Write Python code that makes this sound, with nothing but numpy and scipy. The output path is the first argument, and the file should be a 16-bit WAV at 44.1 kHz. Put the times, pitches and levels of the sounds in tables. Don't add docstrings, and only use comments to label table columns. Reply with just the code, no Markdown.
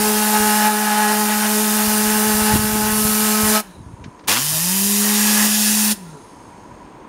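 import sys
import numpy as np
from scipy import signal
from scipy.fft import rfft, irfft, next_fast_len
from scipy.io import wavfile
from scipy.ndimage import uniform_filter1d, map_coordinates

SR = 44100
rng = np.random.default_rng(int(sys.argv[2]) if len(sys.argv) > 2 else 0)


def ratio_of_db(decibels):
    return 10 ** (np.asarray(decibels, float) / 20)


def file_out(sig):
    cols = np.atleast_2d(sig).T
    lim = np.clip(cols, -1, 1)
    pcm = np.round(lim * 32767).astype(np.int16)
    wavfile.write(sys.argv[1], SR, pcm)


N = 312228

# (opens [s], shuts [s], coasting hum [dB], coasting [s], pressure left in hose [dB])
BLASTS = [
    (-.1, 3.603, -18.5, .115, -5),
    (4.273, 5.926, -18.5, 0.237, -1.5),
]
OPEN_S, SHUT_DB_PER_S, BLEED_DB_PER_S, HUM_SHUT_DB_PER_S = 0.011, 1300, 64, 524
# (time [s], closeness [dB], gap resonance [Hz], resonance lift [dB], turned to microphone [dB])
AIM_BY_BLAST = [
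    [(0, -3, 850, 8, -1), (.65, -1, 863, 13.5, -1.5), (1.15, -5, 870, 10.5, -2.5), (1.62, -6, 885, 5, -2),
     (2.86, -5.2, 850, 7.5, -3.5), (3.0, -9.5, 1240, 4, -1.2), (3.25, -6.5, 1185, 7, -1.2),
     (3.42, -6, 1170, 10.5, -1.5), (3.56, -2, 620, 10.5, 0.5)],
    [(4.3, 0, 900, -4.5, 6), (4.45, -14, 890, 14, 2.5), (4.74, -18.5, 920, 22, 2.5),
     (5.0, -17, 1020, 10, 1.5), (5.1, -7, 880, 24, 2.5), (5.44, -10.5, 850, 20.5, 3.5),
     (5.55, -9, 850, 20, 6), (5.92, -16, 850, 18, 3)],
]
# (time [s], half length [s], lift [dB])
EDGES = [(.36, 0.028, 4.5), (.55, 0.016, -1), (.665, 0.11, 3), (.95, 0.11, 6.5), (1.1, 0.088, 6.5),
         (1.31, 0.037, 7), (1.45, 0.034, 7.5), (1.8, 0.017, 3), (2.1, 0.039, 1.5), (2.5, 0.044, 3.5),
         (2.88, 0.031, 2.5), (3.58, .03, 5.5), (5.14, 0.013, 1), (5.4, .05, 4), (5.88, 0.037, 1.5)]
GAP_WIDTH, GAP_DOUBLE, EDGE_RINGS_DB_PER_DB = 0.11, 0.98, 0.67

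# (time [s], speed [Hz])
SPIN = [(0, 212.6), (1.1, 211.2), (2.2, 213.3), (3.6, 214.3), (3.82, 143), (3.9, 128), (4.28, 84),
        (4.446, 149), (4.58, 159), (4.66, 177), (4.756, 193), (4.9, 203), (5.06, 208.6), (5.3, 211.2),
        (5.93, 212.2), (6.07, 166), (6.142, 152), (6.25, 137)]
# (time [s], half length [s], lift [dB])
TILTS = [(.08, 0.15, 14.5), (.43, 0.12, 12), (.76, .09, 10), (1.12, 0.18, 10.5), (1.57, 0.088, 8.5),
         (2.2, 0.56, 7.5), (3.1, 0.57, 6.5), (3.52, 0.15, 5), (5.0, .32, 13)]
# door, palm [dB]
LOPSIDED_DB = [-34, -40]
# (order, on door [dB], on palm [dB])
SLAP_ORDERS = [(3, -37, -51.5), (4, -33.5, -54), (5, -37, -50.5), (6, -34, -66), (7, -37, -53),
               (8, -43.5, -52.5), (9, -42, -51), (10, -46, -54), (11, -47, -52), (12, -58, -57)]
FULL_HZ, HUM_DB, HUM_DB_PER_OCTAVE = 208, -19, 17
PALM_HUM_DB, HUM_DAMPED_DB_PER_DB, SLAP_GROWS_DB_PER_DB = 2.5, 0.17, 0.23

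# (frequency [Hz], density [dB per Hz])
HISS = [(1470, -40), (2500, -5.5), (3760, -3), (5590, 1), (6030, -1), (6560, -2.5), (7840, 1), (8360, -7),
        (11500, -11.5), (15000, -46), (22000, -120)]
# (frequency [Hz], density [dB per Hz])
FIZZ = [(5290, -20), (9000, 0.5), (11900, -1.5), (13000, -1), (14500, -4.5), (15700, -3.5)]
# (frequency [Hz], density [dB per Hz])
DOOR_SPLASH = [(150, -60), (250, -22), (360, -15), (500, -14.5), (845, 1), (1150, -8.5), (1500, 0.5),
               (2200, -7), (3800, -10.5), (4940, -20.5), (8360, -120)]
# (frequency [Hz], density [dB per Hz])
PALM_SPLASH = [(160, -36), (280, 2.5), (500, -3.5), (900, 2), (1200, 2), (1790, 3.5), (2230, 0.5),
               (3800, -8), (4940, -18), (8360, -120)]
# (frequency [Hz], width [Hz], lift [dB])
CONE = [(900, 53, 1), (1733, 42, 3), (2720, 540, 2.5), (6610, 710, 4), (10470, 680, 2)]
# (frequency [Hz], width [Hz], lift [dB])
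DOOR_SHADOW = [(3470, 390, -2.5), (6860, 830, -1.5)]
# (delay [ms], gain)
DOOR_ECHO = [(.24, 0.016), (1.15, 0.01), (1.43, 0.048), (1.71, 0.16), (2.53, 0.066), (3.3, 0.037)]
# (delay [ms], gain)
HAND_ECHO = [(.34, 0.033), (1.07, 0.13), (1.22, 0.074), (1.55, 0.098), (2.1, .06), (3.1, 0.057)]
# hiss, fizz, splash [dB]
BLEED_DB = [-28, -31.5, -14]
HISS_DB, FIZZ_DB, SPLASH_DB, PALM_SPLASH_DB, PALM_FIZZ_DB = -23.5, -19, -21, 4.5, -2
THROB = 0.23
FIZZ_TURNS_DB_PER_DB, FIZZ_HIDDEN_DB_PER_DB, FIZZ_TILTED_DB_PER_DB = 0.85, 0.18, 0.089

# (frequency [Hz], t60 [s])
WALLS_T60 = [(200, .3), (2000, 0.24), (10000, 0.26), (15000, 0.16)]

# (frequency [Hz], density [dB per Hz])
RUMBLE = [(20, -25), (50, -9.5), (100, -3.5), (200, -8.5), (400, -22.5), (800, -50.5), (3000, -120)]
# (time [s], half length [s], level [dB])
PUFFS = [(0, 0.14, -43), (.41, .05, -42), (1.87, 0.1, -48), (2.09, 0.14, -45), (2.38, 0.11, -60),
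         (2.57, 0.046, -25), (2.8, 0.3, -32.5), (3.03, .05, -45), (3.47, 0.022, -31), (3.81, .04, -34),
         (3.89, 0.045, -37.5), (3.95, 0.023, -49), (4.03, 0.046, -35), (4.075, 0.014, -40),
         (4.3, 0.073, -48), (4.52, .06, -38), (4.75, 0.14, -46), (5.19, .05, -52), (6.6, 0.8, -50.5)]
# (time [s], push, width [ms])
GUSTS = [(.405, .05, 3.6), (1.88, -0.061, 3), (2.079, 0.032, 3.92), (2.349, -0.046, 4), (2.423, 0.1, 2.98),
         (2.5, 0.039, 3), (2.547, -0.079, 3.4), (2.5571, -0.35, 0.81), (2.596, 0.26, 2.4),
         (2.646, 0.23, 1.5), (2.715, -0.032, 2.2), (2.736, -0.12, 2.9), (2.758, 0.23, 1.1),
         (2.927, 0.087, 2.9), (3.053, 0.18, 2.3), (3.438, 0.18, 2.2), (3.496, 0.028, 3.2),
         (3.808, -0.11, 1.9), (3.941, 0.1, 2.3), (4.064, 0.12, 1.2), (4.084, 0.082, 1.4)]
CALM_DB = -64.5

# (frequency [Hz], density [dB per Hz])
TRAFFIC = [(24, -38), (40, -8.5), (100, -19), (180, -11), (400, -13), (600, -16), (1000, -17.5),
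           (1400, -22), (2500, -29.5), (4500, -43), (6000, -61), (12000, -67.5), (15500, -56.5)]
# (frequency [Hz], width [Hz], lift [dB])
DRONE = [
    (300, 130, 4.5),
    (972, 150, 10.5),
]
# (frequency [Hz], density [dB per Hz])
LEAK = [(1760, -41.5), (3000, -12), (4300, -8.5), (5600, -11), (7300, -9.5), (9000, -7), (9600, -18),
        (13800, -26), (15500, -42.5)]
# (frequency [Hz], width [Hz], lift [dB])
COUPLING = [(5360, 400, 4), (6480, 260, 12), (8550, 720, 1), (11800, 120, 11), (13600, 150, 1)]
# (frequency [Hz], density [dB per Hz])
LEAK_EDGE = [(8000, -54), (9200, 7.5), (9800, 2.5), (10300, 7), (10800, -31), (12000, -120)]
TRAFFIC_DB, LEAK_DB, LEAK_DB_PER_S, EDGE_DB, EDGE_DB_PER_S = -52, -52.5, 12.5, -46.5, 28.5

# (time [s], length [s], start frequency [Hz], level [dB], width [Hz])
WHISTLES = [
    (3.63, .2, 3980, -50, 130),
    (4.51, .08, 655, -28, .5),
    (4.58, .2, 615, -39, .5),
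    (6.02, .2, 3960, -57, 220),
    (6.12, .09, 445, -37, .5),
    (6.02, .22, 1420, -49, 40),
]
WHISTLE_SAG_HZ_PER_S = 430

# (time [s], peak [dB])
TICKS = [
    (4.0404, -30.5),
    (4.1929, -40.5),
    (4.239, -41),
]
# (frequency [Hz], gain [dB])
TICK_COLOUR = [(600, -28), (1500, 1.5), (6000, -6.5), (8000, -19), (11000, -70)]

# (frequency [Hz], density [dB per Hz])
SPRAY = [(250, -40), (500, -31.5), (900, 5), (2500, 4), (5000, 3), (9000, -23), (15000, -66.5)]
SPIT_S, SPIT_FADE_S, SPIT_DB, SPIT_SLAP_DB = 0.12, 0.02, -23.5, 17

# (time [s], drop [dB])
DUCKS = [(-.5, 5), (.675, 3.5), (1.59, 0.2), (2.565, 3), (3.57, 6), (4.331, 3.5), (5.461, 3.5)]
DUCK_S, RECOVER_S = 0.019, 1.085


def unit(x):
    return x / np.sqrt(np.mean(x ** 2) + 1e-20)


def along(points, hz):
    f, v = np.transpose(points)
    return np.interp(np.log(hz + 1), np.log(f + 1), v)


def curves(tables):
    s, *cols = np.vstack(tables).T
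    return [np.interp(np.arange(N) / SR, s, c) for c in cols]


def sounding(*spans):
    t = np.arange(N) / SR
    inside = sum(1. * ((t >= a) & (t < b)) for a, b in spans)
    return uniform_filter1d(inside, size=200)


def wobble(rate_hz):
    return map_coordinates(rng.standard_normal(500), [np.arange(N) * rate_hz / SR], mode="wrap")


def swells(rows, gain=lambda db: db):
    t = np.arange(N) / SR
    return sum(gain(db) * np.exp(-((t - s) / half_s) ** 2) for s, half_s, db in rows)


def filtered(x, response):
    m = next_fast_len(N + SR // 2)
    return irfft(rfft(x, m) * response(np.fft.rfftfreq(m, 1 / SR)), m)[:N]


def peaks(modes):
    return lambda hz: ratio_of_db(sum(db / (1 + (2 * (hz - c) / w) ** 2) for c, w, db in modes))


def rush(spectrum, patchy_db, gate=1):
    z = signal.stft(rng.standard_normal(N + 512), nperseg=512)[2]
    field = uniform_filter1d(rng.standard_normal(z.shape), size=5, axis=0)
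    field = uniform_filter1d(field, size=16, axis=1)
    air = signal.istft(z * ratio_of_db(patchy_db * unit(field)), nperseg=512)[1][:N]
    return unit(filtered(gate * air, lambda hz: ratio_of_db(along(spectrum, hz))))


def echoed(x, echoes):
    n = np.arange(N)
    out = x
    for ms, gain in echoes:
        delay = SR * ms / 1000 * (1 + 0.043 * wobble(1.04))
        out = out + gain * map_coordinates(x, [n - delay], order=3)
    return out


def valve(left_db, fade_db_per_s, shut_db_per_s=SHUT_DB_PER_S, sign=1):
    t = np.arange(N) / SR
    gain = 0
    for (opens, shuts, *_), db in zip(BLASTS, left_db):
        after_shut = np.clip(t - shuts, 0, None)
        opening = np.clip((t - opens) / OPEN_S, 0, 1) * (t < shuts + .5)
        remainder = sign * ratio_of_db(db - fade_db_per_s * after_shut)
        gain = gain + opening * (ratio_of_db(-shut_db_per_s * after_shut) + remainder)
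    return gain


def holding():
    close_db, gap_hz, ring_db, facing_db = curves(AIM_BY_BLAST)
    edge_db = swells(EDGES)
    lift_db = ring_db + EDGE_RINGS_DB_PER_DB * edge_db
    hump = lambda hz: lift_db / (1 + ((hz / gap_hz - 1) / GAP_WIDTH) ** 2)
    gap = lambda hz: hump(hz) + GAP_DOUBLE * hump(hz / 2)
    palm = 1 * (np.arange(N) > SR * (BLASTS[1][0] - .1))
    return close_db + edge_db, gap, facing_db, palm


def spitting():
    u = np.arange(N) / SR - BLASTS[1][0]
    return np.clip(u / OPEN_S, 0, 1) * np.exp(-(np.clip(u - SPIT_S, 0, None) / SPIT_FADE_S) ** 2)


def tube():
    speed_hz, = curves([SPIN])
    close_db, gap, _, palm = holding()
    angle = 2 * np.pi * np.cumsum(speed_hz * (1 + 0.0016 * wobble(29.42))) / SR

    def order(k, db, lag, flicker_db):
        level = ratio_of_db(db + flicker_db * wobble(40))
        return level * np.cos(k * angle + lag + 0.33 * flicker_db * wobble(22))

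    drive_db = HUM_DB_PER_OCTAVE * np.log2(speed_hz / FULL_HZ)
    damped_db = HUM_DAMPED_DB_PER_DB * np.clip(curves(AIM_BY_BLAST)[0], -3, None)
    hum_db = HUM_DB + drive_db + PALM_HUM_DB * palm - damped_db
    spit_db = SPIT_SLAP_DB * spitting()
    second_db = np.take(LOPSIDED_DB, palm) + swells(TILTS) + drive_db + 1.8 * spit_db
    hum = order(1, hum_db, 0, .4) + order(2, second_db, 2.6, 1.1)
    slaps = 0
    for k, *surface_db in SLAP_ORDERS:
        db = np.take(surface_db, palm) + SLAP_GROWS_DB_PER_DB * close_db + gap(k * speed_hz) + spit_db
        lag = .6 if k == 4 else (k + 1) * np.pi + .9 * k
        slaps = slaps + order(k, db, lag, 2.2)
    coast_db = [b[2] + 0.61 * wobble(25) for b in BLASTS]
    turning = valve(coast_db, -23.5, HUM_SHUT_DB_PER_S, sign=-1.206)
    turning = turning * sounding(*[(a, b + coast_s) for a, b, _, coast_s, _ in BLASTS])
    return np.sqrt(2) * (hum * turning + slaps * valve([-22, -24], BLEED_DB_PER_S)), angle


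def jet(angle):
    close_db, _, facing_db, palm = holding()
    fizz_db = FIZZ_DB + .8 + FIZZ_TURNS_DB_PER_DB * facing_db - FIZZ_HIDDEN_DB_PER_DB * close_db
    fizz_db = fizz_db + PALM_FIZZ_DB * palm + FIZZ_TILTED_DB_PER_DB * swells(TILTS)
    splash_db = SPLASH_DB - 3.5 + 0.64 * close_db + 0.36 * wobble(20)
    hiss_flow, fizz_flow, splash_flow = (valve([db, db], BLEED_DB_PER_S) for db in BLEED_DB)

    def throb(share, lag):
        return np.exp(share * THROB * (np.cos(angle + lag) + 0.57 * np.cos(2 * angle + lag)))

    door, hand = sounding((0, 3.8)), sounding((4.265, 6.2))
    air = hiss_flow * ratio_of_db(HISS_DB + 1.5 + facing_db) * rush(HISS, 1.1, throb(1.15, 2))
    air += fizz_flow * ratio_of_db(fizz_db) * rush(FIZZ, 1.2, throb(1.3, 1.9))
    splash = door * rush(DOOR_SPLASH, 0.71, throb(1.0, 2.9))
    splash += ratio_of_db(PALM_SPLASH_DB) * hand * rush(PALM_SPLASH, 1.6, throb(0.7, 3.1))
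    air += splash_flow * ratio_of_db(splash_db) * splash
    t = np.arange(N) / SR
    bleed = ratio_of_db(-150 * (np.clip(t - 3.73, 0, .2) * (t < 4) + np.clip(t - 6.1, 0, .2)))
    air = filtered(air * ratio_of_db(0.14 * wobble(12)) * bleed, peaks(CONE)) * ratio_of_db(-0.01)
    at_door = echoed(filtered(air, peaks(DOOR_SHADOW)), DOOR_ECHO)
    return door * at_door + hand * echoed(air, HAND_ECHO)


def walls(x):
    hz, t, z = signal.stft(rng.standard_normal(SR // 2), SR, nperseg=256)
    decay = ratio_of_db(-60 * t / along(WALLS_T60, hz)[:, None])
    tail = signal.istft(z * decay, SR, nperseg=256)[1]
    return signal.fftconvolve(x, tail / np.linalg.norm(tail))[:N]


def buffet():
    strength = np.sqrt(ratio_of_db(2 * CALM_DB) + swells(PUFFS, lambda db: ratio_of_db(2 * db)))
    wind = strength * ratio_of_db(2.5) * unit(ratio_of_db(3.2 * wobble(30)) * rush(RUMBLE, 0.76))
    t = np.arange(N) / SR
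    for s, push, ms in GUSTS:
        start = round(s * SR) - 800
        u = (t[start:][:1600] - s) * 1000 / ms
        wind[start:][:1600] += push * (1 - u * u) * np.exp(-u * u / 2)
    return wind


def yard():
    t = np.arange(N) / SR

    def pressure(db_per_s):
        return sum(ratio_of_db(db - db_per_s * np.clip(t - b, 0, None)) * (t > a) for a, b, *_, db in BLASTS)

    traffic = unit(filtered(rush(TRAFFIC, 0.38), peaks(DRONE)))
    leak = unit(filtered(rush(LEAK, 1.2), peaks(COUPLING)))
    edge = ratio_of_db(EDGE_DB) * pressure(EDGE_DB_PER_S) * rush(LEAK_EDGE, 1.5)
    return ratio_of_db(TRAFFIC_DB + 12.5) * traffic + ratio_of_db(LEAK_DB + 7.0) * pressure(LEAK_DB_PER_S) * leak + edge


def whistles():
    out = np.zeros(N + SR)
    for s, length_s, start_hz, db, width_hz in WHISTLES:
        u = np.arange(round(length_s * SR)) / (length_s * SR)
        pitch_hz = start_hz - WHISTLE_SAG_HZ_PER_S * length_s * u
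        steady = np.exp(-width_hz / 10)
        breath = steady + wobble(3 * width_hz)[:len(u)] * (1 - steady)
        tone = np.sin(2 * np.pi * np.cumsum(pitch_hz) / SR)
        out[round(s * SR):][:len(u)] += ratio_of_db(db) * breath * np.sin(np.pi * u) ** 0.43 * tone
    return out[:N]


def trigger():
    out, t = np.zeros(N), np.arange(SR // 30) / SR
    for s, db in TICKS:
        out[round(s * SR):][:len(t)] = ratio_of_db(db + 6.5 - 60 * t / 0.079) * rng.standard_normal(len(t))
    return filtered(out, lambda hz: ratio_of_db(along(TICK_COLOUR, hz)))


def spits(angle):
    bursts = np.exp(0.9 * np.cos(angle + 0.5)) * ratio_of_db(5.1 * wobble(59))
    return ratio_of_db(SPIT_DB) * spitting() * bursts * rush(SPRAY, 2.3)


def scene():
    hum, angle = tube()
    air = jet(angle) + spits(angle)
    mono = hum + air + ratio_of_db(-17.0) * walls(air)
    mono = mono + buffet() + yard() + whistles() + trigger()
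    return np.array([mono, mono])


def ducking():
    t = np.arange(N) / SR
    drop_db = 0
    for s, db in DUCKS:
        recovery = np.exp(-np.clip(t - s, 0, None) / RECOVER_S)
        drop_db = drop_db + db * np.clip((t - s) / DUCK_S, 0, 1) * recovery
    return ratio_of_db(-drop_db)


def low_pass(x):
    return signal.sosfilt(signal.butter(12, 15700, fs=SR, output="sos"), x)


def record(dry):
    def response(hz):
        notch = 1 - .95 / (1 + ((hz - 7868) / 70) ** 2)
        return notch * np.clip((15800 - hz) / 150, 0, 1)

    mono = np.clip(filtered(dry[0] * ducking(), response), -.99, .99)
    return low_pass(np.array([mono, mono]))


dry = scene()
out = record(dry)
file_out(out)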